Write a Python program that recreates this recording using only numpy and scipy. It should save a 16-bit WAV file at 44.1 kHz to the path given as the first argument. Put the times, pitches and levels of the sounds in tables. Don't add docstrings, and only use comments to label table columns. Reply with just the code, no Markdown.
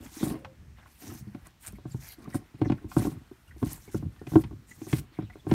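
import sys
import numpy as np
from scipy import signal
from scipy.fft import rfft, irfft, next_fast_len
from scipy.io import wavfile
from scipy.ndimage import uniform_filter1d

SR = 44100
rng = np.random.default_rng(int(sys.argv[2]) if len(sys.argv) > 2 else 0)


def dump(signal):
    limited = np.clip(np.atleast_2d(signal).T, -1, 1)
    pcm = np.round(limited * 32767).astype(np.int16)
    wavfile.write(sys.argv[1], SR, pcm)


def elevation(decibels):
    levels = np.asarray(decibels, float)
    return 10 ** (levels / 20)


N = 244307

# f/Hz, level/dB, t60/s
BOARDS = [(73.6, -42, 0.24), (103.4, -3, 0.18), (131.9, 5, 0.11), (159.7, -0.5, 0.11), (204.7, -3, 0.12)]
# f/Hz, level/dB, t60/s
BOX = [(245.2, 2.5, 0.06), (284, 1.5, 0.07), (309.8, 1.5, 0.084), (349, -7.5, 0.073), (387, -3.5, 0.069)]
# f/Hz, level/dB, t60/s
CRACK = [(520, -20, 0.21), (573, -2.5, 0.13), (685, 1, 0.06), (739, 3.5, 0.069), (882, 0, 0.053),
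         (950, -2, 0.053), (1071, 4, 0.039), (1187, -7.5, 0.052), (1366, -5.5, 0.054), (1500, -3.5, 0.043)]


def unit(x):
    return x / np.sqrt(np.mean(x ** 2))


def band(x, hz, width_hz):
    return signal.lfilter(*signal.iirpeak(hz, hz / width_hz, SR), x)


def walk(rate):
    k = int(SR / rate)
    held = np.repeat(rng.standard_normal(N // k + 1), k)
    return 2.43 * uniform_filter1d(held, k)[:N]


def grains(rate, spread_db):
    struck = rng.random(N) < rate / SR
    return struck * rng.standard_normal(N) * elevation(spread_db * rng.exponential(size=N))


def add(out, s, sound):
    i = int(s * SR)
    out[i:i + len(sound)] += sound[:N - i]


def colour(table, hz):
    f, db = np.transpose(table)
    return np.interp(np.log(hz), np.log(f), db, left=-60, right=-60)


def contacts():
    # t/s, box peak level/dB, floor-board level/dB, tick level/dB, mode nearest the spot f/Hz
    blows = [(0.228, -17, -7, -27, 223), (0.266, -25, -3, -33, 148), (0.303, -27, -3, -17.5, 277),
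             (.34, -29.5, -13, -22, 280), (1.347, -30.5, -9, -18, 275), (1.853, -30, -0.5, -42, 132),
             (2.344, -20, -4, -27, 307), (2.615, -15, -4, -21, 283), (2.656, -23, 3.5, -37, 273),
             (2.698, -15, -4.5, -24, 294), (2.719, -20, -1, -15.5, 283), (2.965, -11, -4, -30, 296),
             (2.991, -21.5, -3.5, -41, 206), (3.019, -24, -5, -39, 312), (3.049, -20, -6, -32, 145),
             (3.069, -20.5, -5, -44, 1090), (3.627, -17, -2, -25, 123), (3.944, -22, -1.5, -40, 333),
             (4.214, -32, -8, -41, 348), (4.268, -31, -4, -8, 360), (4.334, -24, 0, -29, 296),
             (4.356, -6.5, -5.5, -26.5, 323.6), (4.815, -31.5, -12.5, -17, 303), (4.929, -16, 1, -11, 140),
             (5.187, -21.5, -3.5, -35, 325), (5.467, -22.5, -6.5, -32, 318),
             (5.513, -12.5, 0.5, -17.5, 298)]
    # t/s, box peak level/dB, floor-board level/dB, crack level/dB, spot f/Hz
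    rocks = [(0.056, -43, -18, -14, 262), (0.117, -53, -18, -30.5, 300), (0.167, -35.5, -27, -28, 300),
             (0.208, -33.5, -6, -17, 308), (1.035, -45, -3, 0, 1370), (1.116, -37, -4, -5, 271),
             (1.15, -49, 11, -10, 132), (1.208, -48, 9.5, -18, 205), (1.27, -40, 7.5, -34, 202),
             (1.729, -41, 3.5, -10, 206), (1.784, -42.5, -18, -1.5, 520), (1.944, -35, 11, -5, 140.6),
             (2.183, -42, -19, -16, 285), (2.275, -32.5, 0, -9, 357), (2.541, -42.5, 4, -7, 130),
             (2.843, -32.5, -2, -13.5, 330), (3.118, -39, 4, -4, 130), (3.165, -43, 4, -10, 132),
             (3.213, -47, -3, -10, 132), (3.312, -35, -15, -14.5, 386), (3.49, -71, 19.5, -11, 74),
             (3.562, -44.5, -19, -8.5, 354), (3.617, -33, 2, -11, 313), (3.662, -30, 4, -8.5, 138),
             (3.715, -40.5, 3, -6, 1110), (3.775, -51, 4, 4.5, 990), (3.877, -41, -6, -10, 373),
             (4.025, -29.5, 0.5, -11.5, 310), (4.058, -33, 8, -29, 106.3), (4.318, -32, 6, -2, 151),
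             (4.391, -27, -2, -10, 132), (4.509, -38.5, 2.5, -3, 1077), (4.525, -37.5, -2.5, -9.5, 105),
             (4.71, -50.5, -10, -6, 248), (4.867, -34, -7, -5.5, 385), (5.117, -51, -10, -17, 310),
             (5.223, -34.5, 5.5, -10, 104), (5.355, -38.5, -9, -1.5, 383), (5.448, -47, -13, -11, 314),
             (5.493, -30, 5, -6, 1077)]
    # t/s, crack peak level/dB, tick level over the crack/dB,
    # box level against the crack/dB, spot f/Hz
    taps = [(.062, -51, 6, -1, 1366), (2.553, -57.5, 2, 0, 1500), (2.782, -46.5, -7.5, -10, 1500),
            (4.161, -52, -3, -16, 1187), (4.526, -58, -0.5, -3, 1077), (.447, -33, -3.5, -15.5, 890),
            (0.783, -47, -9, -14, 580), (0.857, -43, -18, -23, 1090), (1.467, -46, -20, -7, 1110),
            (2.915, -33, -10, -25, 1187), (4.438, -35.5, -2.5, -1, 920), (4.983, -40.5, 0, 1, 296),
            (5.298, -43, -10, -15, 750)]
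    hits = [(s, db, board_db, -8, tick_db, 0.79, hz, False) for s, db, board_db, tick_db, hz in blows]
    hits += [(s, db, board_db, crack_db, -32.5, 0.78, hz, False) for s, db, board_db, crack_db, hz in rocks]
    hits += [(s, db + box_db, 5.5, -box_db, tick_db - box_db, 0.93, hz, True)
             for s, db, tick_db, box_db, hz in taps]
    return hits


def rumble():
    # t/s, level/dB
    puffs = [(.6, -50), (.85, -64), (1.42, -49), (2.85, -44), (4.68, -50), (.01, -43), (.68, -51),
             (1.08, -41), (1.68, -44), (3.2, -61), (3.5, -49), (4.98, -48), (5.28, -44.5)]
    shake_db, decay_s = -20.5, 0.052
    kicks, keep = np.zeros(N), np.exp(-1 / (decay_s * SR))
    trembles = [(s, db + board_db + shake_db) for s, db, board_db, *_ in contacts()]
    for s, db in trembles + puffs:
        add(kicks, s, np.array([elevation(db)]))
    return uniform_filter1d(signal.lfilter([1], [1, -keep], kicks), SR // 100)


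def yard():
    # f/Hz, level per Hz/dB
    air = [(40, -6), (100, -16.5), (200, 1), (500, -16.5), (1300, -12), (3000, -18.5), (7000, -24.5),
           (15500, -28)]
    yard_db, swell_db, flicker_db = -64.5, 0.3, 0.9
    breeze_db, gust_db, gusts_per_s = -63, 3, 3.8
    out, swell = 0, walk(1.0)
    for hz in 42 * 2 ** np.arange(0, 8.6, 0.5):
        gain = elevation(colour(air, hz) + swell_db * swell + flicker_db * walk(3.62))
        noise = rng.standard_normal(N)
        out = out + gain * band(band(noise, hz, 0.62 * hz), hz, 0.62 * hz)
    breeze = unit(band(band(rng.standard_normal(N), 54.4, 58), 54.4, 58))
    gusts = elevation(breeze_db + gust_db * walk(gusts_per_s))
    return elevation(yard_db) * unit(out) + (gusts + rumble()) * breeze


def strokes():
    # t/s, length/s, rasp level/dB, share spent pressing harder, mouth resonance f/Hz
    licks = [(0, 0.14, -55, 0.035, 8300), (0.091, 0.16, -47, 0.83, 6000), (0.197, 0.14, -42.5, 0.57, 8500),
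             (0.85, 0.24, -63.5, 0.51, 11400), (0.988, 0.14, -49.5, 0.47, 5800),
             (1.084, 0.14, -51.5, 0.52, 6250), (1.592, 0.1, -49.5, 1, 9400),
             (1.715, 0.058, -63, .45, 12000), (1.863, 0.14, -61, 0.25, 6900),
             (1.965, 0.037, -67, 0.4, 12000), (1.99, 0.11, -50.5, 0.4, 5740), (2.049, 0.094, -51, 1, 12300),
             (2.341, 0.032, -43.5, 0.47, 9400), (2.876, 0.12, -53.5, 0.46, 7500),
             (2.961, 0.052, -44.5, 0.52, 8850), (2.997, 0.08, -46, .6, 6300),
             (3.058, 0.078, -53, 0.18, 9300), (3.555, 0.13, -60, 0.56, 10800),
             (3.641, 0.056, -47.5, 0.45, 5540), (3.684, 0.11, -47, 0.28, 7940),
             (3.769, 0.18, -58.5, .46, 6560), (3.905, 0.083, -49.5, 0.82, 6000),
             (4.25, 0.14, -51.5, 0.74, 6340), (4.364, 0.066, -50, 0.88, 8700),
             (4.665, 0.23, -60, 0.09, 7160), (4.777, 0.16, -56, 0.74, 6300),
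             (4.862, 0.096, -47.5, 0.61, 8500), (4.936, .075, -44.5, 0.38, 5400),
             (5.45, 0.15, -54.5, 0.73, 8500)]
    # t/s, length/s, rasp level/dB, spit level over the rasp/dB
    dabs = [(0.332, 0.12, -78, -3), (3.99, 0.067, -73, -2), (4.438, 0.056, -72, 10),
            (5.008, 0.054, -71, -3), (0, 0.098, -76, 11.5), (0.28, 0.14, -64, 8), (0.754, 0.16, -76, 15.5),
            (1.197, 0.37, -74.5, 7.5), (1.443, 0.047, -66.5, 7), (1.63, 0.092, -66.5, 4.5),
            (2.154, 0.25, -70.5, 7), (2.284, 0.066, -64, 0), (2.377, 0.19, -77, 9),
            (2.543, 0.38, -73.5, 9.5), (2.986, 0.1, -63.5, 10), (3.082, 0.14, -71.5, 6.5),
            (3.203, 0.31, -79, 6.5), (3.473, 0.029, -65, -7), (4.084, 0.26, -72.5, 6.5),
            (5.121, 0.11, -72, 9.5), (5.198, 0.056, -86.5, 28.5), (5.277, 0.34, -77, 6),
            (5.488, 0.22, -67, 20)]
    full = [(*lick, -9) for lick in licks]
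    return full + [(s, length, db, 0.26, 10000, spit_db) for s, length, db, spit_db in dabs]


def stroke_shapes():
    for s, length, db, rise, mouth_hz, spit_db in strokes():
        u = np.linspace(0, 1, int(length * SR))
        rise = np.clip(rise, 0.05, 0.95)
        press = np.minimum(u / rise, (1 - u) / (1 - rise))
        shape = elevation(db - 5.14 * (1 - press)) * np.minimum(press / 0.45, 1)
        slide = np.exp(-1 / (SR * 0.0099))
        tail = signal.lfilter([1 - slide], [1, -slide], np.append(shape, np.zeros(SR // 10)))
        yield s - 0.006, tail, mouth_hz, spit_db


def tongues():
    # f/Hz, level per Hz/dB
    rasp = [(2300, -11.5), (3500, -5.5), (5800, -3.5), (7400, -5.5), (8700, 1.5), (12000, -2), (14000, -4),
            (16500, -6.5)]
    # f/Hz, level per Hz/dB
    wet_drag = [(90, -4), (300, 4), (500, -4.5), (800, 8), (1300, -0.5), (2100, 5.5), (3500, -24.5),
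                (5200, -10)]
    mouth_db, mouth_octaves = 7, 0.21
    flurry_db, flicker_db = 0.8, 1.4
    size = next_fast_len(N)
    slips = rfft(unit(grains(5000, 0.85)) + 0.66 * rng.standard_normal(N), size)
    octaves = np.log2(np.arange(1, len(slips) + 1) * SR / size)
    out, flurry, shapes = 0, walk(70), list(stroke_shapes())
    for hz in 94 * 2 ** np.arange(0, 7.4, 1 / 3):
        gain = np.zeros(N)
        for s, shape, mouth_hz, spit_db in shapes:
            mouth = np.exp(-(np.log2(hz / mouth_hz) / mouth_octaves) ** 2)
            rasp_db = colour(rasp, hz) + mouth_db * mouth
            wet_db = colour(wet_drag, hz) + spit_db + 3.5
            add(gain, max(s, 0), shape * (elevation(rasp_db) + elevation(wet_db)))
        third = irfft(slips * np.exp(-18 * (octaves - np.log2(hz)) ** 2), size)[:N]
        out = out + gain * elevation(flurry_db * flurry + flicker_db * walk(60)) * third
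    return elevation(-1.35) * out


def squelch():
    wet, bubbles, t = np.zeros(N), np.zeros(N), np.arange(400) / SR
    for s, shape, _, spit_db in stroke_shapes():
        add(wet, max(s, 0), shape * elevation(spit_db))
    for when, pitch, size, cycles in rng.random((1500, 4)):
        hz = 1300 * 2 ** (2.2 * pitch)
        fade_s = (3 + 9 * cycles) / hz / 2
        envelope = np.exp(-t / fade_s) * (1 - np.exp(-t / 0.00049))
        bubble = np.sin(2 * np.pi * hz * t * (1 + 12 * t)) * envelope
        add(bubbles, when * N / SR, elevation(-3.0 * np.log(size + 0.061)) * bubble)
    return elevation(-6.0) * wet * unit(bubbles)


def pressure(board_share):
    # t/s, length/s, weight on the wood level/dB, lean from boards to box/dB
    drags = [(0, 0.053, -52.5, 1), (0.218, 0.13, -39.5, 2.5), (0.387, 0.17, -56.5, -6.5),
             (0.595, 0.11, -74, -16), (1.028, 0.11, -48, 0), (1.212, 0.16, -50, -26),
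             (1.678, 0.087, -51, -14), (1.852, 0.18, -46.5, -24.5), (2.186, 0.24, -49.5, -2),
             (2.596, 0.17, -43, -5.5), (2.82, 0.085, -51, -3), (2.964, 0.17, -41, -4.5),
             (3.106, 0.071, -46.5, -23), (3.64, 0.11, -43.5, -9), (3.946, 0.11, -35, -15),
             (4.23, 0.34, -46, -15), (4.43, 0.23, -60.5, -5), (4.787, 0.26, -46.5, -7),
             (5.178, 0.22, -57, -28), (5.453, .1, -48.5, -2)]
    attack_s, release_s, rest_db, rest_lean_db = 0.016, 0.022, -73.5, -9
    t = np.arange(N) / SR
    out = elevation(rest_db - board_share * rest_lean_db)
    for s, length, db, lean_db in drags:
        attack = np.clip((t - s) / attack_s + 1, 0, 1)
        release = np.exp(-np.maximum(t - s - length, 0) / release_s)
        out = out + elevation(db - board_share * lean_db) * attack * release
    return out


def grind():
    bumps, out = grains(1200, 1.5), 0
    families = [(BOARDS, elevation(-9.5) * pressure(0.3), 0.003),
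                (BOX, pressure(-1.28), 0.0012),
                (CRACK, elevation(-14.5) * pressure(-1.46), 0.0004)]
    for modes, gain, contact_s in families:
        push = np.convolve(bumps, np.hanning(int(2 * contact_s * SR)))[:N]
        hum = sum(elevation(db) * band(band(push, hz, 2.25 / t60), hz, 0.51 * hz) for hz, db, t60 in modes)
        out = out + gain * unit(hum)
    return out


def calls():
    # t/s, length/s, from f/Hz, to f/Hz, level/dB
    hums = [
        (.01, 0.052, 520, 620, -58),
        (0.359, 0.19, 544, 520, -51.5),
        (0.29, 0.17, 330, 280, -52),
        (1, .07, 770, 600, -60.5),
    ]
    # t/s, f/Hz, level/dB
    squeaks = [(0.054, 1306, -53), (1.099, 1300, -51), (1.1, 1760, -51.5), (1.098, 1960, -53),
               (3.478, 1450, -57), (3.508, 1500, -55), (3.88, 870, -54), (4.188, 1830, -58),
               (1.751, 2210, -56), (1.911, 7480, -50), (2.092, 2134, -52), (2.247, 1180, -44),
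               (2.328, 1947, -42.5), (2.648, 1760, -43), (2.647, 2060, -46), (3.875, 2240, -51),
               (3.508, 1930, -49.5), (3.477, 2840, -59.5), (4.708, 2014, -45), (5.296, 2020, -47.5),
               (5.325, 2210, -53.5), (5.392, 3500, -57.5)]
    # t/s, length/s, from f/Hz, to f/Hz, level/dB
    sparrows = [(0.19, 0.07, 3700, 3560, -46.5), (1.901, 0.04, 5200, 3860, -58),
                (2.078, 0.073, 4300, 4390, -50.5), (2.61, 0.021, 4300, 4300, -61),
                (2.644, .048, 6150, 5340, -56.5), (2.674, 0.034, 4800, 2530, -55.5),
                (4.696, 0.045, 6800, 6650, -56.5), (4.818, 0.053, 5970, 6630, -54),
                (5.122, 0.041, 4500, 3400, -60.5), (5.161, 0.023, 2000, 2300, -55),
                (5.192, 0.071, 3260, 3840, -60), (5.246, 0.042, 2980, 2670, -63)]
    squeak_s, sag = 0.019, 0.97
    tones = [(*sparrow, 0.76) for sparrow in sparrows] + [(*hum, 0.42) for hum in hums]
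    return tones + [(s, squeak_s, hz, hz * sag, db, 0.41) for s, hz, db in squeaks]


def chirps():
    out = np.zeros(N)
    for s, length, from_hz, to_hz, db, rough in calls():
        u = np.linspace(0, 1, int(length * SR))
        noise = rng.standard_normal(SR // 2)
        flutter = unit(uniform_filter1d(noise, int(60000 / from_hz ** 0.85)))[:len(u)]
        tone = np.sin(2 * np.pi * np.cumsum(from_hz + (to_hz - from_hz) * u) / SR)
        swell = np.sin(np.pi * u) ** 0.36
        add(out, s, elevation(db) * swell * (1 - rough + rough * flutter) * tone)
    return out


def ring(modes, t, longer, contact_s, spot_hz, chance):
    spot_db, spot_octaves = 9.5, 0.2
    hz, db, t60 = np.transpose(modes)[:, :, None]
    count = len(modes)
    db = db + spot_db * np.exp(-(np.log2(hz / spot_hz) / spot_octaves) ** 2) + 1.92 * chance[1, :count, None]
    hz = hz * (1 + 0.016 * chance[0, :count, None])
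    phase = 1.2 * chance[1, ::-1][:count, None]
    decay = np.exp(-np.log(1000) * t / (t60 * longer))
    y = (elevation(db) * np.sin(2 * np.pi * hz * t + phase) * decay).sum(axis=0)
    y = y * (1 - np.exp(-t / contact_s)) ** 2
    return y / np.abs(y).max()


def stony_tick(noise, t):
    tick_hz, width_hz, t60_s = 2300, 1700, 0.046
    lump_hz, lump_width_hz, lump_db = (1760, 2060, 2450, 3315), 92, -2
    tick = noise * np.exp(-np.log(1000) * t / t60_s) * (1 - np.exp(-t / 0.00012))
    tick = band(band(tick, tick_hz, width_hz), tick_hz, 3200)
    tick = tick + elevation(lump_db) * sum(band(tick, hz, lump_width_hz) for hz in lump_hz)
    return tick / np.abs(tick).max()


def knocks():
    out, t = np.zeros(N), np.arange(SR // 4) / SR
    hits = contacts()
    chance = rng.standard_normal((len(hits), 3, 2, 10))
    grit = rng.standard_normal((len(hits), len(t)))
    edge = [(hz, db + 13 * np.log2(hz / CRACK[0][0]), t60) for hz, db, t60 in CRACK]
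    for (s, db, board_db, crack_db, tick_db, longer, hz, sharp), c, g in zip(hits, chance, grit):
        longer = np.clip(longer, 0.3, 3)
        sound = ring(BOX, t, longer, 0.0026, hz, c[0])
        sound += elevation(board_db) * ring(BOARDS, t, longer, 0.0036, hz, c[1])
        sound += elevation(crack_db - 3.0) * ring(edge if sharp else CRACK, t, longer, 0.00066, hz, c[2])
        sound += elevation(tick_db) * stony_tick(g, t)
        add(out, s, elevation(db) * sound)
    return out


def pops():
    # t/s, peak level/dB, ring f/Hz
    snaps = [(.8684, -50, 12200), (1.125, -35, 12800), (1.9679, -50, 6560), (2.0158, -45, 9050),
             (2.8873, -44, 10700), (2.9003, -42, 8300), (2.9837, -23, 8340), (3.071, -28, 11500),
             (3.483, -53, 8250), (3.6284, -37, 9840), (3.7224, -33, 11400), (3.865, -49, 12000),
             (3.916, -44, 6530), (4.4777, -50, 12500), (4.505, -52, 11490), (4.686, -42, 6930),
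             (4.762, -48, 6980), (4.858, -42, 13000), (5.007, -42, 13000), (5.4814, -46, 8710),
             (1.047, -31, 13500), (1.4704, -29.5, 9400), (1.508, -44, 6470), (1.6106, -36, 13600),
             (1.6317, -52, 12000), (1.648, -45, 8410), (1.6564, -39, 8380), (1.665, -22.5, 8300),
             (1.671, -16, 8550), (1.6778, -19, 9500), (1.6834, -26, 9140), (1.6855, -22, 9250),
             (1.724, -34.5, 11600), (2.0888, -19.5, 12000), (2.123, -22, 10000), (2.244, -36.5, 4970),
             (2.3028, -39, 5240), (2.338, -32, 8490), (2.3457, -26, 8700), (2.356, -20, 9100),
             (2.9756, -32, 8200), (2.993, -24, 9100), (3.0626, -27, 9700), (3.5823, -38, 5160),
             (3.6515, -27, 9570), (3.732, -13.5, 11350), (3.8546, -43, 11900), (3.9487, -29.5, 6250),
             (4.1954, -42, 5600), (5.1891, -71, 5220)]
    lead_s = 0.0028
    out, t = np.zeros(N), np.arange(400) / SR
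    for s, db, hz in snaps:
        away = np.abs(t - lead_s)
        snap = rng.standard_normal(len(t)) * (np.exp(-away / 0.000091) + 0.11 * np.exp(-away / 0.002))
        pop = band(band(snap, hz, 2000), hz, 4100)
        pop = pop + 0.25 * band(band(snap, 12000, 9100), 7400, 11000)
        add(out, s - lead_s, elevation(db - 7.5) * pop / np.abs(pop).max())
    return out


def walls(near):
    wall_t60_s, wall_db = 0.13, -18
    t = np.arange(SR // 3) / SR
    echo = (t > 0.006) * rng.standard_normal(len(t)) * np.exp(-np.log(1000) * t / wall_t60_s)
    echo = band(echo, 760, 6400)
    return elevation(wall_db) * signal.fftconvolve(near, echo / np.sqrt(np.sum(echo ** 2)))[:N]


def scene():
    far = yard()
    near = tongues() + squelch() + grind() + chirps() + knocks() + pops()
    return (near + walls(near) + far)[None]


def top_cut(x):
    return signal.sosfilt(signal.butter(12, 15710, fs=SR, output="sos"), x)


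def record(dry):
    # f/Hz, width/Hz, depth 0-1
    port_dips = [(4800, 130, 0.56), (10330, 1150, 0.53)]
    x = signal.sosfilt(signal.butter(2, 62, "high", fs=SR, output="sos"), dry)
    for hz, width_hz, depth in port_dips:
        x = x - np.clip(depth, 0, 1) * band(x, hz, width_hz)
    x = signal.sosfilt(signal.ellip(12, 0.2, 70, 15750, fs=SR, output="sos"), x)
    return top_cut(x)


dry = scene()
out = record(dry)
dump(out)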